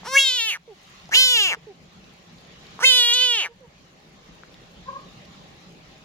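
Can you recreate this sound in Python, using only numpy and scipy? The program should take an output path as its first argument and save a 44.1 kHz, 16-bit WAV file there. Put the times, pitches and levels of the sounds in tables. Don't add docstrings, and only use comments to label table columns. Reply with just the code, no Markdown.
import sys
import numpy as np
from scipy import signal
from scipy.fft import rfft, irfft
from scipy.io import wavfile
from scipy.ndimage import uniform_filter1d, map_coordinates

SR = 44100
rng = np.random.default_rng(int(sys.argv[2]) if len(sys.argv) > 2 else 0)


def int16_out(signal):
    q = np.round(np.clip(np.atleast_2d(signal).T, -1, 1) * 32767)
    wavfile.write(sys.argv[1], SR, q.astype(np.int16))


def volts(x):
    e = np.asarray(x, float) / 20
    return 10 ** e


N = 266364
FFT_SIZE = 1024


def along(points, hz):
    f, v = np.transpose(points)
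    return np.interp(np.log(hz + 1), np.log(f + 1), v)


def curves(rows, t):
    s, *cols = np.transpose(rows)
    return [np.interp(t, s, c) for c in cols]


def unit(x):
    return x / np.sqrt(np.mean(np.abs(x) ** 2, axis=-1, keepdims=True) + 1e-20)


def wobble(rate_hz):
    knots = rng.standard_normal(int(N * rate_hz / SR) + 4)
    return map_coordinates(knots, [np.arange(N) * rate_hz / SR])


def outdoors(x, t60_s, dull_hz):
    t = np.arange(SR // 2) / SR
    tail = rng.standard_normal((2, len(t))) * volts(-60 * t / t60_s) * np.clip(t / 0.0022, 0, 1)
    tail = signal.lfilter(*signal.butter(1, dull_hz, fs=SR), tail)
    return signal.fftconvolve(np.atleast_2d(x), tail / np.linalg.norm(tail[0]), axes=1)[:, :N]


# freq_hz, correlation
LIKENESS = [(60, 0.86), (150, 0.9), (380, 0.73), (950, -0.125), (2380, -0.039), (5980, 0.024),
            (15000, -0.13)]


def rush(spectrum, patchy_db):
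    _, _, z = signal.stft(rng.standard_normal((2, N + FFT_SIZE)), SR, nperseg=FFT_SIZE)
    patches = uniform_filter1d(uniform_filter1d(rng.standard_normal(z.shape[1:]), 8, 0), 5, 1)
    z = z * volts(patchy_db * patches / patches.std())
    pair = signal.istft(z, SR, nperseg=FFT_SIZE)[1][:, :N]
    f = np.fft.rfftfreq(N, 1 / SR)
    turn = np.arccos(np.clip(along(LIKENESS, f), -1, 1)) / 2
    mid, side = irfft(rfft(pair) * volts(along(spectrum, f)) * [np.cos(turn), np.sin(turn)], N)
    return unit(np.array([mid + side, mid - side]))


# start_s, end_s, pitch_rise_s, pitch_collapse_s, duck_db
SCREAM_TIMES = [
    (0.044, 0.574, 0.022, 0.052, 12),
    (1.112, 1.555, .031, 0.061, 7),
    (2.802, 3.483, .02, .075, 9.5),
]


def ducking(t):
    quick_share, quick_s, slow_s = 0.29, 0.1, 0.71
    dips = []
    for start, end, _, _, depth_db in SCREAM_TIMES:
        after = np.maximum(t - end, 0)
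        down = 1 - np.exp(-np.maximum(t - start - 0.03, 0) / 0.08)
        back = quick_share * np.exp(-after / quick_s) + (1 - quick_share) * np.exp(-after / slow_s)
        dips.append(depth_db * down * back)
    return np.max(dips, axis=0)


# freq_hz, level_db
ENGINE_SPECTRUM = [(13, -40), (22, -13), (59, -5.5), (102, -10), (175, 2.5), (193, -2), (241, -9),
                   (422, -10.5), (480, -12), (619, -11), (715, -17.5), (800, -12.5), (1000, -21),
                   (1300, -66), (2200, -120)]


def engine(duck_db):
    level_db = -49 - 1.15 * duck_db + 0.556 * wobble(27)
    return volts(level_db) * rush(ENGINE_SPECTRUM, patchy_db=2.0)


# freq_hz, level_db
LEAF_SPECTRUM = [(410, -37.5), (700, -7.5), (784, 1.5), (878, -11), (1060, 1), (1520, -5), (1900, -2.5),
                 (4070, -4.5), (4850, -8.5), (7030, -12.5), (8200, -32.5), (10700, -62.5), (18000, -120)]


def leaves(duck_db, brush_db):
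    level_db = -52.5 - duck_db + 0.58 * brush_db + 0.56 * wobble(9)
    return volts(level_db) * rush(LEAF_SPECTRUM, patchy_db=2.06)


# freq_hz, level_db
CLOTH_SPECTRUM = [(3820, -26), (6500, -5.5), (8460, -13.5), (11000, -13), (14000, -17.5), (16000, -19.5)]


def cloth(duck_db, brush_db):
    grains = volts(2.5 * wobble(280) + 1.2 * wobble(30))
    level_db = -70 - 0.64 * duck_db + 0.57 * brush_db
    return volts(level_db) * unit(grains * rush(CLOTH_SPECTRUM, patchy_db=-0.5))


# time_s, length_s, swell_db
CLOTH_BRUSHES = [
    (.01, 0.055, 3.5),
    (0.931, 0.18, 15),
    (2.1, 0.097, 2),
    (2.775, 0.31, 6),
    (5.102, 0.31, 2),
]


def field():
    t = np.arange(N) / SR
    duck_db = ducking(t)
    brush_db = sum(db * np.exp(-((t - s) / length) ** 2) for s, length, db in CLOTH_BRUSHES)
    return engine(duck_db) + leaves(duck_db, brush_db) + cloth(duck_db, brush_db)


def ticks(rows, turns, hiss):
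    out, t = np.zeros((2, N)), np.arange(SR // 50) / SR
    for s, db, hz, pan_db in rows:
        wave = np.sin(2 * np.pi * hz * t) + hiss * rng.standard_normal(len(t))
        wave *= np.exp(-t * hz / turns) * (1 - np.exp(-t * hz * 3))
        pan = volts([[pan_db / 2], [-pan_db / 2]])
        out[:, round(s * SR):][:, :len(t)] += volts(db + 6.5) * wave * pan
    return out


# time_s, peak_db, pitch_hz, left_right_db
DULL_TICKS = [
    (0.033, -34, 853, 0),
    (1.093, -34, 756, 3.5),
    (2.792, -24.5, 1080, 2),
    (4.435, -33, 1440, 5),
]
# time_s, peak_db, pitch_hz, left_right_db
BRIGHT_TICKS = [(0.6614, -57.5, 3780, -12), (0.7154, -61, 2720, -5), (0.9991, -42.5, 3800, -9),
                (1.057, -42, 5150, -3.5), (1.0919, -41, 5800, 10), (1.9155, -54, 3860, 4),
                (2.0428, -42, 3860, 0), (2.0944, -48, 4020, 8), (2.173, -58, 2650, 0.0),
                (2.384, -44, 4100, 7.5), (2.4508, -43.5, 3670, -2), (2.6683, -37, 3970, 5),
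                (4.5431, -37.5, 3636, 3.5), (4.6374, -47, 3630, 5), (5.1262, -51, 2660, -8),
                (5.253, -42.5, 4450, -5), (5.4194, -55, 3140, -3)]


def contacts():
    return ticks(DULL_TICKS, turns=1.27, hiss=0.021) + ticks(BRIGHT_TICKS, turns=1.74, hiss=.08)


# start_s, level_db, pitch_hz, length_s
DOG_BARKS = [
    (3.058, -44.5, 562, 0.053),
    (4.843, -29.5, 570.3, 0.0653),
]
# multiple, level_db
DOG_PARTIALS = [(1, -10), (2, 0), (3, -17), (4, -32)]
# delay_s, level_db
TREE_ECHOES = [(0.041, -15), (0.071, -6), (.105, -20), (0.151, -19)]


def dog():
    out = np.zeros(N + SR)
    for s, db, hz, length in DOG_BARKS:
        u = np.linspace(0, 1, round(length * SR))
        for delay, echo_db in [(0.002, 0.0066)] + TREE_ECHOES:
            pitch_hz = hz * (1 - 0.147 * (1 - u) ** 2) * (1 + 0.0326 * rng.standard_normal())
            turn = 2 * np.pi * np.cumsum(pitch_hz) / SR
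            turn += .35 * map_coordinates(rng.standard_normal(16), [u * length * 160])
            hoarse = volts(4.1 * map_coordinates(rng.standard_normal(16), [u * length * 130]))
            tone = sum(volts(p + rng.normal(0, 0.73)) * np.sin(k * turn) for k, p in DOG_PARTIALS)
            bark = volts(db + echo_db) * tone * hoarse * np.sin(np.pi * u ** 1.96)
            out[round((s + delay) * SR):][:len(u)] += bark
    out = out[:N]
    direct = np.array([volts(0.5) * out, volts(-3.0) * np.roll(out, 10)])
    return direct + volts(-13.5) * outdoors(out, t60_s=0.33, dull_hz=3000)


# start_s, length_s, level_db, pitch_hz, sag_hz_per_s
FROG_GULPS = [
    (0.675, 0.081, -45.5, 489, 1986),
    (1.566, 0.03, -44.5, 443, 30.2),
    (1.666, 0.075, -43.5, 453, 1500),
    (3.485, 0.064, -52.5, 470, 100),
    (3.605, 0.075, -51, 548, 1620),
]


def gulps():
    out = np.zeros(N)
    attack_s, release_s = 0.004, 0.031
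    for s, length, db, hz, sag in FROG_GULPS:
        t = np.arange(round(length * SR)) / SR
        turn = 2 * np.pi * np.cumsum(hz - sag * t) / SR
        shape = np.clip(np.minimum(t / attack_s, (length - t) / release_s), 0, 1) ** 2
        second = volts(-26 + 30.5 * t / length)
        tone = np.sin(turn) + second * np.sin(2 * turn)
        out[round(s * SR):][:len(t)] += np.sqrt(2) * volts(db) * shape * tone
    return out


def throat_pulses(call, pitch):
    start, end, rise, collapse, _ = call
    t = np.arange(round(start * SR), round(end * SR)) / SR
    glide_hz = uniform_filter1d(curves(pitch, t)[0], size=400, mode="nearest")
    glide_hz = glide_hz * (1 - .59 * np.exp(-((t - start) / rise) ** 2))
    glide_hz = glide_hz * (1 - 0.65 * np.exp(-((end - t) / collapse) ** 2))
    cycles = np.cumsum(glide_hz) / SR
    s = np.interp(np.arange(int(cycles[-1]) + 1), cycles, t)
    rate_hz = np.interp(s, t, glide_hz)
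    luck = rng.standard_normal((len(s), 3))
    slack = (480 / rate_hz) ** 2.5
    s = s + .0007 * slack * luck[:, 0] / rate_hz
    return s, rate_hz, luck, slack


def bell(f, hz, width):
    return f * width / np.hypot(hz * hz - f * f, f * width)


def cavities(f, modes, steep):
    return unit(np.sqrt(sum((volts(db) * bell(f, hz, w) ** steep) ** 2 for hz, w, db in modes)))


# freq_hz, width_hz, level_db
UPPER_CAVITY = [(6800, 900, 0)]
FIZZ_CAVITIES = [(10010, 610, -3.5), (10890, 395, -1), (12630, 540, -11), (14200, 1300, -10.5)]
BELLY_CAVITY = [(520, 330, 0)]


def mouth_power(f, hz, closing, upper_db, side_db, leak_db, fizz_db, belly_db):
    gaping = np.clip((hz - 2300) / 900, 0, 1)
    low = bell(f, hz * (1 - .1 * gaping), 420 + 250 * gaping + 450 * closing)
    high = bell(f, hz * (1 + .12 * gaping), 450 + 350 * gaping + 450 * closing)
    shift = f * 6800 / (4950 + 0.62 * hz)
    mouth = low * high * (f / hz) ** 0.362 + .1 * gaping * bell(f, hz * 0.5, 1300) ** 1.7
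    power = unit(mouth) ** 2
    power += (volts(upper_db) * cavities(shift, UPPER_CAVITY, steep=2.2)) ** 2
    power += (volts(fizz_db) * cavities((f + shift) / 2, FIZZ_CAVITIES, steep=0.89)) ** 2
    power *= 1 - .9 * gaping * bell(f, 1300, 900) ** 2
    power += (volts(belly_db) * cavities(f, BELLY_CAVITY, steep=1)) ** 2
    power += (volts(side_db) * (.2 + gaping) * bell(shift, 5200, 1100) ** 1.2) ** 2
    power += (volts(leak_db) * (1 - gaping) * bell(f, 3100, 2500)) ** 2
    power *= volts(.5 * (fizz_db + 20.5) * np.clip(f / 12000 - .9, 0, 1) * 6.2)
    power += (volts(belly_db + 20.5 - 9 * gaping) * bell(f, 1000, 602.8) ** 1.28) ** 2
    return power


def ringing(power, onset):
    cep = irfft(np.log(power + 1e-9) / 2, FFT_SIZE)
    cep[:, 1:FFT_SIZE // 2] *= 2 - onset
    cep[:, FFT_SIZE // 2 + 1:] *= onset
    return -np.exp(rfft(cep))


# time_s, right_lag_us, left_right_db
SWING = [(0.11, 25, 0), (0.195, 7.1, 0), (0.32, 46.6, 0.9), (0.525, 79, 0), (1.15, 153, 0), (1.25, 152, 1),
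         (1.4, 144, 0.5), (1.52, 144, 0.8), (2.845, 116, -2), (2.92, 94, -2.5), (3.1, 76, 2),
         (3.22, 66.5, -1.3), (3.44, 70, 1.3)]


def at_microphones(pulse, s, f):
    lag_us, pan_db = curves(SWING, s)
    out = np.zeros((2, N))
    for ear, sign in enumerate((-1, 1)):
        at = (s + sign * lag_us / 2e6) * SR
        first = np.floor(at).astype(int) - 160
        near_s = 0.00061 + .0001 * wobble(4.6)[first, None]
        back_s = 0.001295 + .00012 * wobble(7)[first, None]
        copies = 0.139 * np.exp(-2j * np.pi * f * near_s) + 0.39 * np.exp(-2j * np.pi * f * back_s)
        heard = pulse * (1 + copies * f / (f + 3000)) * volts(-sign * pan_db / 2)[:, None]
        wave = irfft(heard * np.exp(-2j * np.pi * f / SR * (at - first)[:, None]), FFT_SIZE)
        out[ear] = np.bincount((first[:, None] + np.arange(FFT_SIZE)).ravel(), wave.ravel(), N)[:N]
    return out


# time_s, length_s, edge_scatter_cycles
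VOICE_CRACKS = [(.07, .028, .03), (.235, .01, .005), (.39, .012, .005), (.51, .03, .009),
                (1.14, .028, .035), (1.33, .015, .005), (1.46, .055, .022), (2.82, .02, .04),
                (3.14, .014, .06), (3.38, .06, .011)]


def scream(call, pitch, mouth, colour, fullness):
    start, end = call[:2]
    s, rate_hz, luck, slack = throat_pulses(call, pitch)
    sample = (s * SR).astype(int)
    db, jaw_hz = [c[:, None] for c in curves(mouth, s)]
    since, left = np.abs(s - start)[:, None], np.abs(end - s)[:, None]
    db = db - 14.5 * np.exp(-since / .008) - 27 * np.exp(-left / 0.017)
    closing = np.exp(-(left / 0.033) ** 1.4)
    hz = jaw_hz * (1 - .62 * closing)
    shut = np.clip((2400 - jaw_hz) / (2400 - 1070), 0, 1)
    cracked = sum(depth * np.exp(-((s - at) / length) ** 2) for at, length, depth in VOICE_CRACKS)

    upper_db = colour[0] + 10.5 * shut
    side_db = colour[1] + 10.5 * shut
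    leak_db = upper_db + 8.5
    upper_db = upper_db + 15 * np.minimum(cracked[:, None] / 0.065, 1) ** 2 * (1 - shut)
    fizz_db = colour[2] + colour[3] * since - 13 * shut - 10 * closing
    belly_db = fullness[0] + fullness[1] * since - 9 * (jaw_hz - 3200) / 1000
    belly_db = belly_db + 11 * np.exp(-left / 0.067)
    hz = hz * (1 + 2.2 * np.minimum(cracked, .025) * wobble(70)[sample])[:, None]

    f = np.fft.rfftfreq(FFT_SIZE, 1 / SR)
    power = mouth_power(f, hz, closing, upper_db, side_db, leak_db, fizz_db, belly_db)
    db = db + 0.75 * wobble(28.13)[sample, None]
    shimmer_db = .1 * slack[:, None] * luck[:, 1:2]
    pulse = ringing(power, onset=0.281) * volts(db + shimmer_db) * np.sqrt(SR / rate_hz)[:, None]
    crack_s = (cracked * luck[:, 2] / rate_hz)[:, None]
    edge_hz = 10.8 * np.maximum(rate_hz, 380)[:, None]
    pulse *= np.exp(-2j * np.pi * f * crack_s * f ** 8 / (f ** 8 + edge_hz ** 8))
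    pulse *= f ** 4 / (f ** 4 + 300. ** 4)
    return at_microphones(pulse, s, f)


# time_s, pitch_hz
HELD_PITCH = [
    [(.096, 517.8), (.16, 548.3), (.238, 543), (.252, 528.2), (.273, 529.4), (.317, 502.3), (.363, 500.2),
     (.411, 453.1), (.469, 444.6)],
    [(1.184, 513.3), (1.204, 517.6), (1.262, 508.1), (1.29, 497.7), (1.316, 498.2), (1.35, 479),
     (1.415, 407), (1.45, 394), (1.5, 404)],
    [(2.89, 520.1), (2.923, 497.2), (2.965, 499.2), (3.032, 478.4), (3.12, 474.8), (3.154, 498.5),
     (3.198, 494), (3.224, 507.8), (3.36, 469.4)],
]
# time_s, level_db, mouth_hz
JAW = [
    [(.055, -35.5, 990), (.11, -31, 1030), (.14, -20.5, 1150), (.172, -8.5, 2290), (.195, -11, 3030),
     (.22, -14.5, 3280), (.32, -19.5, 3300), (.44, -20, 3070), (.53, -21.5, 2850)],
    [(1.112, -26, 1310), (1.135, -15, 2080), (1.15, -9, 3070), (1.2, -10.5, 3220), (1.25, -11, 3340),
     (1.3, -14, 3200), (1.4, -14, 3000), (1.49, -18.5, 2860), (1.54, -17.5, 2930)],
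    [(2.803, -21, 1200), (2.82, -31, 1290), (2.833, -16.5, 1630), (2.845, -9, 2290), (2.86, -9.5, 3100),
     (2.98, -13, 3267), (3.1, -15, 3270), (3.26, -14.5, 3060), (3.44, -21.5, 2925)],
]
# upper_db, side_db, fizz_db, fizz_drift_db_per_s
BRIGHTNESS = [(-15.5, -5, -27, 13), (-18, -3, -19.5, -10.5), (-18, -12, -21.5, -23)]
# level_db, drift_db_per_s
BELLY_SHARE = [(-24.5, -19.5), (-32.5, 20), (-28.5, 6)]


def frog():
    calls = zip(SCREAM_TIMES, HELD_PITCH, JAW, BRIGHTNESS, BELLY_SHARE)
    voice = volts(-3.0) * sum(scream(*rows) for rows in calls) + gulps()
    close = volts(-12) * outdoors(voice, t60_s=0.016, dull_hz=8850)
    far = volts(-35) * outdoors(voice, t60_s=.3, dull_hz=3000)
    return voice + close + far


def scene():
    return field() + contacts() + dog() + frog()


def top_cut(x):
    return signal.sosfilt(signal.butter(12, 16650, fs=SR, output="sos"), x)


def record(dry):
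    ceiling, knee = .86, 6
    rounded = dry / (1 + np.abs(dry / ceiling) ** knee) ** (1 / knee)
    kept = np.fft.rfftfreq(N, 1 / SR) < 15850
    mix = irfft(rfft(rounded) * kept, N)
    return top_cut(mix)


dry = scene()
out = record(dry)
int16_out(out)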